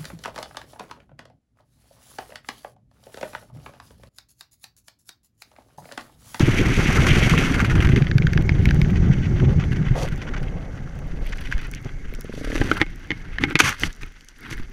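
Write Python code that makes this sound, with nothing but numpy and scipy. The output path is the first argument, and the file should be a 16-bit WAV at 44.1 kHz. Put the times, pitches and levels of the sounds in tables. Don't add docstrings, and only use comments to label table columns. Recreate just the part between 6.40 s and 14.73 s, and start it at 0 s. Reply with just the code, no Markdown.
import sys
import numpy as np
from scipy import signal
from scipy.fft import rfft, irfft, next_fast_len
from scipy.io import wavfile

SR = 44100
rng = np.random.default_rng(int(sys.argv[2]) if len(sys.argv) > 2 else 0)


def dump_mix(stems):
    frames = np.atleast_2d(stems).T
    limited = np.clip(frames, -1, 1)
    pcm = np.round(limited * 32767).astype(np.int16)
    wavfile.write(sys.argv[1], SR, pcm)


def elevation(decibels):
    levels = np.asarray(decibels, float)
    return 10 ** (levels / 20)


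N = 367217

# time_s, level_db
WIND = [(0.0, -20.5), (0.68, -16.5), (1.12, -21), (1.5, -13), (1.77, -20), (2.3, -14.5), (3.1, -17),
        (3.3, -19), (3.6, -26), (3.78, -28.5), (4.4, -34), (5.1, -36.5), (6.0, -43), (6.3, -28.5),
        (6.5, -43), (6.95, -40), (7.9, -61.5), (8.33, -54)]
# time_s, share
AIRSPEED = [
    (0, 1),
    (3.5, 0.92),
    (4.0, 0.45),
    (6.3, 0.79),
    (6.5, 0.04),
    (8.33, 0.72),
]
# frequency_hz, density_db (per Hz)
HEAVE = [(4.7, -42), (8.0, -4), (32, 2.5), (44, -9), (64, -18.5), (90, -17.5), (120, -53.5), (200, -120)]
# frequency_hz, density_db (per Hz)
BUFFET = [(24, -35), (40, -0.5), (139, 0.5), (165, 0), (258, -22), (300, -19), (390, -20.5), (660, -120)]
# frequency_hz, density_db (per Hz)
ROAR = [(180, 1), (240, 7), (300, 6), (380, 3), (480, -5.5), (600, -39)]
# mode_hz, width_hz, level_db
MOUNT = [(140, 110, 1.5), (238, 280, -8.5), (290, 105, 9.5), (352, 120, 3)]
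# mode_hz, width_hz, level_db
HOLLOW = [(496, 99, 9.5), (800, 92, -17), (996, 250, 1), (850, 820, 4)]
# offset_db, slope (dB per wind dB), slope (dB per rub dB)
HEAVE_LAW = (-13, 0.52, 0.081)
ROAR_LAW = (-8.5, 0.42, 0.46)
HAZE_LAW = (-15, 0.43, 0.48)
# middle_s, length_s, level_db
SWAYS = [(3.5, 0.16, -25), (3.73, 0.17, -30), (4.06, 0.39, -29), (4.81, 0.52, -26), (5.15, 0.74, -32),
         (5.66, 0.54, -29), (6.12, 0.44, -26.5), (6.48, 0.17, -32.5), (6.95, 0.23, -28.5),
         (7.45, 0.17, -25.5), (7.65, 0.18, -36), (8.2, 0.3, -31.5)]
# middle_s, length_s, level_db, hum_db and boom_db relative to it
THUDS = [(1.23, 0.12, -31, -12, -24), (1.56, 0.15, -33.5, 5.5, -76), (3.6, 0.19, -42.5, -11, 12),
         (4.1, 0.84, -42.5, -5, -2), (4.7, 1, -54.5, -6, 3), (3.05, 0.4, -24.5, -18, -22),
         (5.46, 0.037, -39, 7, -2), (6.3, 0.2, -51, 18, 5), (6.42, 0.047, -27, 5, -9),
         (6.72, 0.049, -42.5, 11.5, -28), (7.03, 0.13, -28.5, 2, -32), (7.1, 0.081, -38, 10.5, -14),
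         (7.27, 0.17, -29, -5.5, -8.5), (7.45, 0.15, -30.5, -6.5, -14), (7.65, 0.13, -52.5, -2, -60),
         (8.15, 0.42, -50, 4.5, -18)]
# start_s, peak_db, pitch_hz
JOLTS = [(0.028, 3, 134), (0.092, -1, 112), (0.585, 3.5, 76), (0.709, 4, 130), (0.915, 2.5, 147),
         (0.967, 0, 145), (1.497, 6, 120), (1.754, 6.5, 131.5), (1.799, -0.5, 133), (1.846, 0.5, 140),
         (1.956, 0, 142), (2.188, -3, 135), (2.388, 3, 156), (2.515, -1.5, 178), (2.625, -20, 109),
         (2.699, 4, 140), (3.323, -6, 140), (3.411, -2, 135), (3.509, 0.5, 133), (3.722, -6, 140),
         (5.094, -16, 123), (5.455, -14.5, 140), (6.206, -7, 95), (6.405, -13, 101), (7.028, -11, 264),
         (7.044, -20, 300), (7.09, -22, 328), (7.115, -14, 290), (7.451, -21, 186), (7.149, -7, 151),
         (7.239, -36, 111), (7.435, -14.5, 71.6), (7.621, -25, 125), (8.114, -18.5, 118)]
# middle_s, pressure (share of full scale), width_s
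SHOVES = [
    (5.023, -0.19, 0.0033),
    (5.155, -0.36, 0.0041),
    (5.17, 0.2, 0.011),
    (8.153, 0.073, 0.0044),
    (8.219, 0.077, 0.013),
]
# start_s, peak_db, length_s
FLAPS = [(0.004, -10.5, 0.027), (0.1082, -21, 0.038), (0.183, -14, 0.023), (0.247, -38, 0.026),
         (0.255, -19, 0.024), (0.284, -26, 0.13), (0.385, -18, 0.04), (0.4509, -24, 0.04),
         (0.48, -18, 0.034), (0.546, -24, 0.027), (0.558, -14, 0.026), (0.667, -8, 0.041),
         (0.707, -13, 0.026), (0.732, -15, 0.04), (0.752, -19, 0.06), (0.827, -20, 0.029),
         (0.861, -16, 0.019), (0.895, -10.5, 0.049), (0.924, -28, 0.028), (0.977, -9, 0.072),
         (1.037, -16.5, 0.16), (1.142, -10, 0.029), (1.202, -7.5, 0.026), (1.246, -12.5, 0.03),
         (1.299, -14, 0.036), (1.314, -15, 0.024), (1.353, -9, 0.021), (1.404, -11.5, 0.033),
         (1.424, -13.5, 0.022), (1.448, -9, 0.016), (1.47, -30, 0.028), (1.49, -15, 0.045),
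         (1.524, -26, 0.027), (1.56, -13.5, 0.059)]
# time_s, level_db
RUB = [(0.0, -26.5), (0.8, -20.5), (1.2, -29.5), (1.58, -41.5), (1.66, -46), (2.1, -41.5), (2.28, -39),
       (2.5, -43), (3.93, -44), (4.02, -47), (4.63, -51), (5.22, -43), (5.3, -48), (6.0, -50), (6.55, -49),
       (7.1, -43.5), (7.55, -55), (8.33, -54.5)]
# frequency_hz, density_db (per Hz)
CAVITY = [(700, -13), (800, -9), (1180, -3), (1300, -0.5), (1410, 1.5), (1800, -0.5), (2180, 4),
          (2400, -0.5), (3300, -9), (4200, -27), (5000, -64)]
# frequency_hz, density_db (per Hz)
CRISP = [(2470, -9.5), (4200, -7), (4650, -2.5), (5140, -8), (5910, -0.5), (7860, -14), (9890, -14.5),
         (12800, -20), (15200, -32), (15700, -65), (16000, -99)]
# offset_db above the cavity, slope (dB per rub dB)
CRISP_LAW = (-21.5, -0.21)
# mode_hz, width_hz, level_db
RUB_LATCH = [(1560, 300, 0), (2200, 200, 6)]
# middle_s, length_s, level_db, crispness_db
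STROKES = [(2.74, 0.51, -50, -16), (3.34, 0.16, -44, -12), (3.47, 0.069, -33, -35),
           (3.565, 0.064, -41.5, -10.5), (3.62, 0.15, -46, 3), (5.98, 0.2, -58, 9), (5.0, 0.67, -76, 21),
           (5.76, 0.24, -67, 0), (6.16, 0.44, -38.5, -6.5), (6.29, 0.19, -44, -8.5), (6.36, 0.2, -44.5, -6),
           (7.27, 0.21, -29, -7), (7.44, 0.23, -43, -3.5), (7.64, 0.28, -69, -7), (8.05, 0.15, -45, -9),
           (8.125, 0.093, -36, -7), (8.19, 0.064, -40, -8.5), (8.24, 0.076, -57, -5),
           (3.73, 0.057, -38.5, -13.5)]
# start_s, length_s, level_db, crispness_db
SLIDES = [(6.397, 0.037, -28.5, -20),(7.001, 0.058, -35, -14), (7.189, 0.014, -19, -1.5),
          (7.2, 0.0082, -10, -5), (7.201, 0.025, -26, -9), (7.231, 0.069, -23.5, -9.5),
          (7.282, 0.052, -31.5, -27), (6.256, 0.043, -39, -33), (7.076, 0.061, -37.5, -18),
          (6.313, 0.029, -51, -18), (6.407, 0.0056, -33, -23), (7.395, 0.09, -42, 1),
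          (7.607, 0.035, -46, -6)]
# start_s, peak_db, centre_hz, length_s
CRUNCHES = [(2.552, -23, 1550, 0.037), (2.612, -29, 1350, 0.088), (2.708, -22.5, 1660, 0.044),
            (2.815, -27, 2260, 0.068), (2.841, -34, 1390, 0.033), (2.991, -37, 800, 0.023),
            (3.036, -26, 910, 0.027), (3.193, -21, 1380, 0.046), (3.23, -38, 1560, 0.02),
            (3.343, -40, 1750, 0.058), (3.355, -25.5, 1450, 0.027), (3.446, -25.5, 1400, 0.052),
            (3.074, -32, 1070, 0.043), (3.554, -35, 640, .022), (3.589, -26, 520, 0.019),
            (3.619, -30, 600, .03), (3.815, -22, 1400, 0.026), (3.866, -23, 1370, 0.034),
            (3.937, -20.5, 1340, 0.018), (3.9594, -24, 1550, 0.033), (4.859, -28.5, 2230, 0.022),
            (4.923, -22, 1820, 0.019), (4.983, -27, 2200, 0.015), (5.045, -25.5, 2060, 0.036),
            (5.112, -21, 2230, 0.037), (5.187, -30, 1910, 0.024), (5.24, -28, 1710, 0.033)]
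# start_s, peak_db, crack_db
KNOCKS = [(0.6753, -19, -31), (0.8977, -27, -11), (1.1946, -12, -37), (1.2509, -15, -39),
          (1.4274, -18, -34), (1.4526, -18, -36), (1.472, -15, -24), (1.562, -9.5, -44), (1.577, -15, -45),
          (1.622, -14.5, -64), (1.669, -14, -50), (1.714, -10.5, -53), (1.7824, -12, -22.5),
          (1.8222, -14.5, -46), (1.8696, -9.5, -53), (1.9336, -14.5, -22), (1.9757, -7, -29),
          (2.0932, -6, -51), (2.122, -26, -44), (2.256, -7.5, -18), (2.2892, -14, -48), (2.3093, -9.5, -25),
          (2.4162, -10, -22), (2.447, -22, -51), (3.688, -31, -27), (5.125, -11.5, -26), (5.1806, -23, -30),
          (5.3374, -22.5, -30.5), (5.7388, -27.5, -51)]
# start_s, peak_db, loudest_mode_hz, crack_db, frame_ring_db
BLOWS = [(0.937, -7, 1130, -38, -6), (6.119, -17, 2000, -56, -12), (6.156, -19, 1630, -44, 9),
         (6.2146, -9, 1740, -36, 6.5), (6.315, 0.5, 1420, -22, -5), (6.36, -24, 1550, -54, -6),
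         (6.4152, 1.5, 1946, -34, -4.5), (6.4151, -1.5, 3220, -47, -22), (6.465, -25, 2280, -45, -3),
         (6.7058, -6.5, 2030, -37, -5.5), (6.7164, -8.5, 1880, -38, -12.5), (6.985, -9, 1740, -34, -27),
         (7.038, 1.5, 2144, -25, -4.5), (7.109, -15.5, 2200, -46, 2), (7.1553, 5, 2220, -19, -9.5),
         (7.2033, 4.5, 2510, -1, -6.5), (7.4356, -6.5, 2740, -31, -23), (7.435, -1.5, 1940, -43, -11.5),
         (7.633, -18, 2340, -33, -10.5), (8.1126, -22.5, 2120, -38, -1), (8.128, -16.5, 2060, -36, -7),
         (8.179, -26, 1790, -72, -19)]
# start_s, peak_db
TICKS = [(2.485, -42), (2.512, -47), (3.13, -42), (3.831, -46), (4.03, -35), (4.973, -34), (5.3202, -38),
         (5.3487, -24.5), (5.447, -33), (5.75, -28.5), (5.795, -39), (5.811, -28.5), (5.844, -38),
         (6.2687, -38), (6.777, -39), (7.101, -30), (7.166, -30), (7.46, -36), (7.5289, -30), (7.55, -38),
         (7.809, -38), (7.886, -30.5)]
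# mode_hz, width_hz, level_db
SHELL = [(1220, 610, -0.5), (1550, 220, 10.5), (2236, 310, 10.5), (3350, 240, 1), (3240, 2200, -5)]
# mode_hz, level_db, t60_s
FRAME = [(315, 17, 0.034), (417, 1, 0.048), (809, -0.5, 0.053), (1000, -4, 0.041), (1223, -7, 0.066),
         (1550, 1, 0.05), (2000, -5, .08)]
# mode_hz, level_db under the hit, t60_s
LATCH = [(2169, -20, .12), (2240, -31, .05)]
# mode_hz, level_db under the blow, t60_s
LENS = [(3056, -12.5, 0.012), (4670, -24.5, 0.0089), (6300, -19, 0.0068)]
# time_s, rate_hz (firings per second)
REVS = [
    (5.657, 14),
    (5.822, 17.2),
    (5.982, 27.5),
    (6.175, 43.4),
    (6.4, 48),
]
# time_s, peak_db, tuning (factor)
THROTTLE = [
    (5.655, -31, 0.84),
    (5.8, -25.5, 0.9),
    (5.9, -18.5, 0.85),
    (6.0, -21, 1.07),
    (6.13, -16.5, 1.02),
    (6.29, -23.5, 0.96),
    (6.4, -36, 1.7),
]
# mode_hz, level_db, t60_s
PIPE = [(135, 9, 0.035), (267, 18.5, 0.034), (415, 14, 0.036), (500, 6, .035), (776, -14, 0.027)]
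# start_s, peak_db, centre_hz
PRICKS = [(3.76, -46, 5780), (4.5545, -51, 5980), (4.5895, -47, 6440), (5.314, -35.5, 6150),
          (6.3324, -42, 6150), (6.5026, -58, 5810), (6.559, -48, 5850), (6.595, -53, 5370),
          (6.6423, -55, 6320), (6.6727, -54, 5690), (7.3975, -32, 5520), (7.5634, -48, 5500),
          (7.6214, -46, 5730), (7.8466, -48, 6440), (8.109, -36, 5900),
          (2.9417, -52, 9260), (4.6728, -52, 10100), (4.8554, -55, 11600), (4.8673, -42, 10300),
               (5.009, -44, 11400), (5.2699, -48, 10100), (5.4156, -56, 9270), (5.7379, -44, 12900),
               (5.8082, -36, 11500), (5.8426, -47, 9340), (6.3759, -45, 9280), (7.664, -50, 9560),
               (7.9853, -53, 9900), (8.0072, -48, 9670), (8.0815, -55, 9380), (8.1723, -47, 9910),
               (8.298, -55, 12000)]


def wind():
    wind_db, rub_db = curve(WIND), curve(RUB)
    heaving, roaring, hazing = (elevation(offset_db + per_wind * wind_db + per_rub * rub_db)
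                                for offset_db, per_wind, per_rub in (HEAVE_LAW, ROAR_LAW, HAZE_LAW))
    thud, thud_hum, thud_boom = swells(THUDS)
    speed = np.clip(curve(AIRSPEED), 0, 1)
    gusts = lumps(hz=25.2, depth_db=2.0)
    noise = evened(rng.standard_normal(N) * gusts)
    pulses = evened(sparse(per_s=130, spread_db=2.5) * gusts)
    eddies = (0.56 * noise - 0.75 * speed * pulses) / np.hypot(0.6, 0.53 * speed)

    heave = coloured(rng.standard_normal(N), HEAVE)
    buffet = coloured(eddies, BUFFET)
    hum = evened(low_pass(ring(noise, MOUNT), hz=500))
    fast_roar = coloured(eddies * lumps(hz=56.7, depth_db=-3.0), ROAR)
    roar = np.sqrt(speed) * fast_roar + np.sqrt(1 - speed) * hum
    haze = evened(low_pass(ring(noise * lumps(hz=70.5, depth_db=2.0), HOLLOW), hz=1160))
    low = (heaving + swells(SWAYS)[0]) * heave + (elevation(wind_db - 1.0) + thud) * buffet
    return low + (roaring + thud_hum) * roar + (hazing + thud_boom) * haze


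def jolts():
    out, t = np.zeros(N), np.arange(8000) / SR
    shape = (1 - np.exp(-t / 0.0051)) * elevation(-60 * t / 0.052)
    for s, peak_db, hz in JOLTS:
        add(out, s, peaked(-shape * np.sin(2 * np.pi * hz * t), peak_db - 8.5))
    clock = np.arange(N) / SR
    for s, push, width in SHOVES:
        out += push * np.exp(-0.5 * ((clock - s) / width) ** 2)
    return out


def slaps(body, crisp):
    gain, t = np.zeros(N), np.arange(4000) / SR
    rise_s, level_db, crisp_db = 0.0007, -13.5, -14
    for s, peak_db, length in FLAPS:
        decay = elevation(peak_db + level_db - 20 * t / length)
        add(gain, s - rise_s, np.minimum(t / rise_s, 1) * decay)
    return gain * (body + elevation(crisp_db) * crisp)


def rustle(body, crisp):
    steady_db, speed = curve(RUB), curve(AIRSPEED)
    stroke, stroke_crisp = swells(STROKES)
    rub = elevation(steady_db) + stroke
    offset_db, per_rub = CRISP_LAW
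    thin = elevation(steady_db + offset_db + per_rub * steady_db) + stroke_crisp
    rub_db, crisp_db = 20 * np.log10(rub), 20 * np.log10(thin / rub)

    loose = np.clip((-22 - rub_db) / 16, 0.2, 1)
    latch_ring = 0.8 * loose ** 2 * evened(ring(body, RUB_LATCH))
    flap = lumps(hz=24.2, depth_db=6.0) * lumps(hz=156, depth_db=-4.5)
    flap = flap ** (loose * (0.5 + 0.5 * speed))
    flapping_body = body * flap ** 0.83
    flapping_crisp = crisp * flap ** 0.51 * lumps(hz=40.7, depth_db=2.5)

    bright = elevation(np.clip(0.5 * (rub_db + crisp_db + 40), -16, 0))
    soft = low_pass(flapping_crisp, hz=6900)
    treble = elevation(crisp_db + 2.5) * (bright * flapping_crisp + (1 - bright) * soft)
    out = elevation(rub_db - 0.78) * (0.71 * flapping_body + latch_ring * flap ** 0.036 + treble)

    for s, length, db, slide_crisp_db in SLIDES:
        at = slice(round(s * SR), round((s + length) * SR))
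        scrape = body[at] + elevation(slide_crisp_db) * crisp[at]
        out[at] += elevation(db) * scrape * signal.windows.tukey(len(out[at]), 0.35)
    for s, peak_db, hz, length in CRUNCHES:
        part = flapping_body[round(s * SR):][:round(length * SR)]
        fold = evened(ring(rng.standard_normal(len(part)), [(hz, 0.28 * hz, 0), (3300, 600, -12)]))
        crackle = part + 0.34 * soft[round(s * SR):][:len(part)]
        crunch = min(hz / 1500, 1) ** 2 * crackle + low_pass(fold, hz=4500)
        add(out, s - 0.002, peaked(crunch * signal.windows.tukey(len(part), 0.4), peak_db - 1.5))

    hiss = coloured(rng.standard_normal(N) * lumps(hz=30, depth_db=1.5), CRISP)
    blown = low_pass(low_pass(hiss, hz=7200), hz=7200)
    return out + elevation(-63) * hiss + elevation(-45.5 + 0.47 * curve(WIND)) * speed * blown


def friction():
    clicks = sparse(per_s=1500, spread_db=6) * rng.choice([-1, 1], N)
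    grit = evened(rng.standard_normal(N)) + 0.58 * evened(clicks)
    body, fold = coloured(grit, CAVITY), lumps(hz=14.2, depth_db=2.5)
    low = signal.sosfiltfilt(signal.butter(N=3, Wn=1800, fs=SR, output="sos"), body)
    return evened(low * fold + (body - low) / fold), coloured(grit, CRISP)


def knocks():
    out, t = np.zeros(N), np.arange(4000) / SR
    for (s, peak_db, crack_db), z in zip(KNOCKS, rng.standard_normal((len(KNOCKS), 4000))):
        shell = [(hz * (1 + 0.04 * a), width, db + 2.5 * b)
                 for (hz, width, db), a, b in zip(SHELL, z[3:], z[9:])]
        lens = np.minimum(t / 0.001, 1) * struck(LENS, t, 1 + 0.03 * z[2])
        knock = hit(z, peak_db, crack_db, 0.018, shell, -6)
        add(out, s - 0.0005, knock + elevation(peak_db - 3 + 4 * z[1]) * lens)

    for (s, peak_db, hz, crack_db, frame_db), z in zip(BLOWS, rng.standard_normal((len(BLOWS), 4000))):
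        off_db = -16 * abs(np.log2(hz / 2200))
        frame_modes = [(f, db + 3 * a, t60) for (f, db, t60), a in zip(FRAME, z[3:])]
        frame = peaked(np.minimum(t / 0.0012, 1) * struck(frame_modes, t), peak_db + frame_db - 5.0)
        lens = elevation(peak_db) * np.minimum(t / 0.0024, 1) * struck(LENS, t)
        shell = [(f, width, db - 16.0 + off_db) for f, width, db in SHELL] + [(hz, 0.24 * hz, 12)]
        grind_s = 0.06 * elevation(0.2 * crack_db)
        add(out, s - 0.0005, hit(z, peak_db, crack_db, grind_s, shell, off_db - 1) + frame + lens)

    for (s, peak_db), z in zip(TICKS, rng.standard_normal((len(TICKS), 400))):
        add(out, s, peaked(coloured(z * elevation(-60 * t[:400] / 0.0087), CRISP), peak_db))
    return out


def hit(z, peak_db, crack_db, t60, modes, latch_db=0):
    t = np.arange(len(z)) / SR
    loudest_hz = max(modes, key=lambda mode: mode[2])[0]
    grind = 0.2 * z * elevation(-60 * t / max(t60, 0.002))
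    first_touch = 2 * (t == 0)
    full_contact = 2.5 * (abs(t - 1.5 / loudest_hz) < 0.5 / SR)
    blow = grind + first_touch - full_contact
    push = np.convolve(blow, np.hanning(9))[:len(z)]
    crack = coloured(blow * elevation(-60 * t / 0.02), CRISP)
    shell = peaked(low_pass(ring(push, modes), hz=5250), 0)
    latch = elevation(latch_db + 2 * z[0]) * struck(LATCH, t)
    return elevation(peak_db - 2.0) * (shell + latch) + peaked(crack, crack_db - 0.5)


def engine():
    out, t = np.zeros(N), np.arange(3000) / SR
    s = np.arange(REVS[0][0], REVS[-1][0], 1 / SR)
    count = np.cumsum(np.interp(s, *np.transpose(REVS))) / SR
    when, peak_db, tune = np.transpose(THROTTLE)
    for at in np.interp(np.arange(int(count[-1]) + 1), count, s):
        tuning = np.interp(at, when, tune) * (1 + 0.008 * rng.standard_normal())
        rough = 1 + 0.077 * evened(low_pass(rng.standard_normal(3000), hz=300))
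        pop = low_pass(np.minimum(t / 0.0012, 1) * struck(PIPE, t, tuning) * rough, hz=770)
        pop = pop + 0.084 * np.roll(pop, round(0.0065 * SR))
        add(out, at, peaked(pop, np.interp(at, when, peak_db) + rng.normal(0, 1.2)))
    return out


def pricks():
    out, t = np.zeros(N), np.arange(200) / SR
    grains = PRICKS
    envelope = elevation(-60 * t / 0.004) * np.minimum(t / 0.00038, 1)
    for (s, peak_db, hz), z in zip(grains, rng.standard_normal((len(grains), 200))):
        grain = ring(z * envelope, [(hz, 0.25 * hz, 0)])
        add(out, s, peaked(np.diff(grain), peak_db + 10.0))
    return out


def ring(x, modes):
    out = np.zeros(len(x))
    for k, (hz, width, db) in enumerate(modes):
        r = np.exp(-np.pi * width / SR)
        poles = [1, -2 * r * np.cos(2 * np.pi * hz / SR), r * r]
        out += (-1) ** k * elevation(db) * signal.lfilter([1, -1], poles, x) * (1 - r)
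    return out


def struck(modes, t, tune=1):
    return sum(elevation(db - 60 * t / t60) * np.sin(2 * np.pi * hz * tune * t) for hz, db, t60 in modes)


def coloured(x, points):
    size = next_fast_len(len(x))
    f, db = np.transpose(points)
    hz = np.fft.rfftfreq(size, 1 / SR)
    gain = elevation(np.interp(np.log(hz + 1), np.log(f + 1), db, -120, -120))
    return evened(irfft(rfft(x, size) * gain, size)[:len(x)])


def low_pass(x, hz):
    return signal.sosfilt(signal.butter(N=4, Wn=min(hz, SR / 2.2), fs=SR, output="sos"), x)


def lumps(hz, depth_db):
    slow = signal.lfilter(*signal.butter(N=2, Wn=hz, fs=SR), rng.standard_normal(N + SR))[SR:]
    return elevation(depth_db * evened(slow))


def sparse(per_s, spread_db):
    size = elevation(spread_db * np.minimum(rng.exponential(1, N), 3))
    return size * (rng.random(N) < per_s / SR)


def swells(rows):
    out = np.zeros((len(rows[0]) - 2, N))
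    for middle, length, db, *more_db in rows:
        bump = np.hanning(round(length * SR))
        for gain, extra_db in zip(out, [0, *more_db]):
            add(gain, middle - length / 2, elevation(db + extra_db) * bump)
    return out


def curve(rows):
    s, value = np.transpose(rows)
    return np.interp(np.arange(N) / SR, s, value)


def evened(x):
    return x / np.sqrt(np.mean(x ** 2) + 1e-20)


def peaked(x, db):
    return elevation(db) * x / abs(x).max()


def add(mix, s, sound):
    part = mix[round(s * SR):][:len(sound)]
    part += sound[:len(part)]


def scene():
    body, crisp = friction()
    moving_air = wind() + jolts()
    cloth_and_snow = slaps(body, crisp) + rustle(body, crisp)
    return (moving_air + cloth_and_snow + knocks() + engine() + pricks())[None]


def roll_off(x):
    return signal.sosfilt(signal.butter(12, 16490, fs=SR, output="sos"), x)


def record(dry):
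    loud = 1.056 * np.tanh(np.clip(dry, -1.6, 1.6) / 1.137)
    mix = signal.oaconvolve(loud, signal.firwin(255, 15700, fs=SR)[None], "same")
    return roll_off(mix)


dry = scene()
out = record(dry)
dump_mix(out)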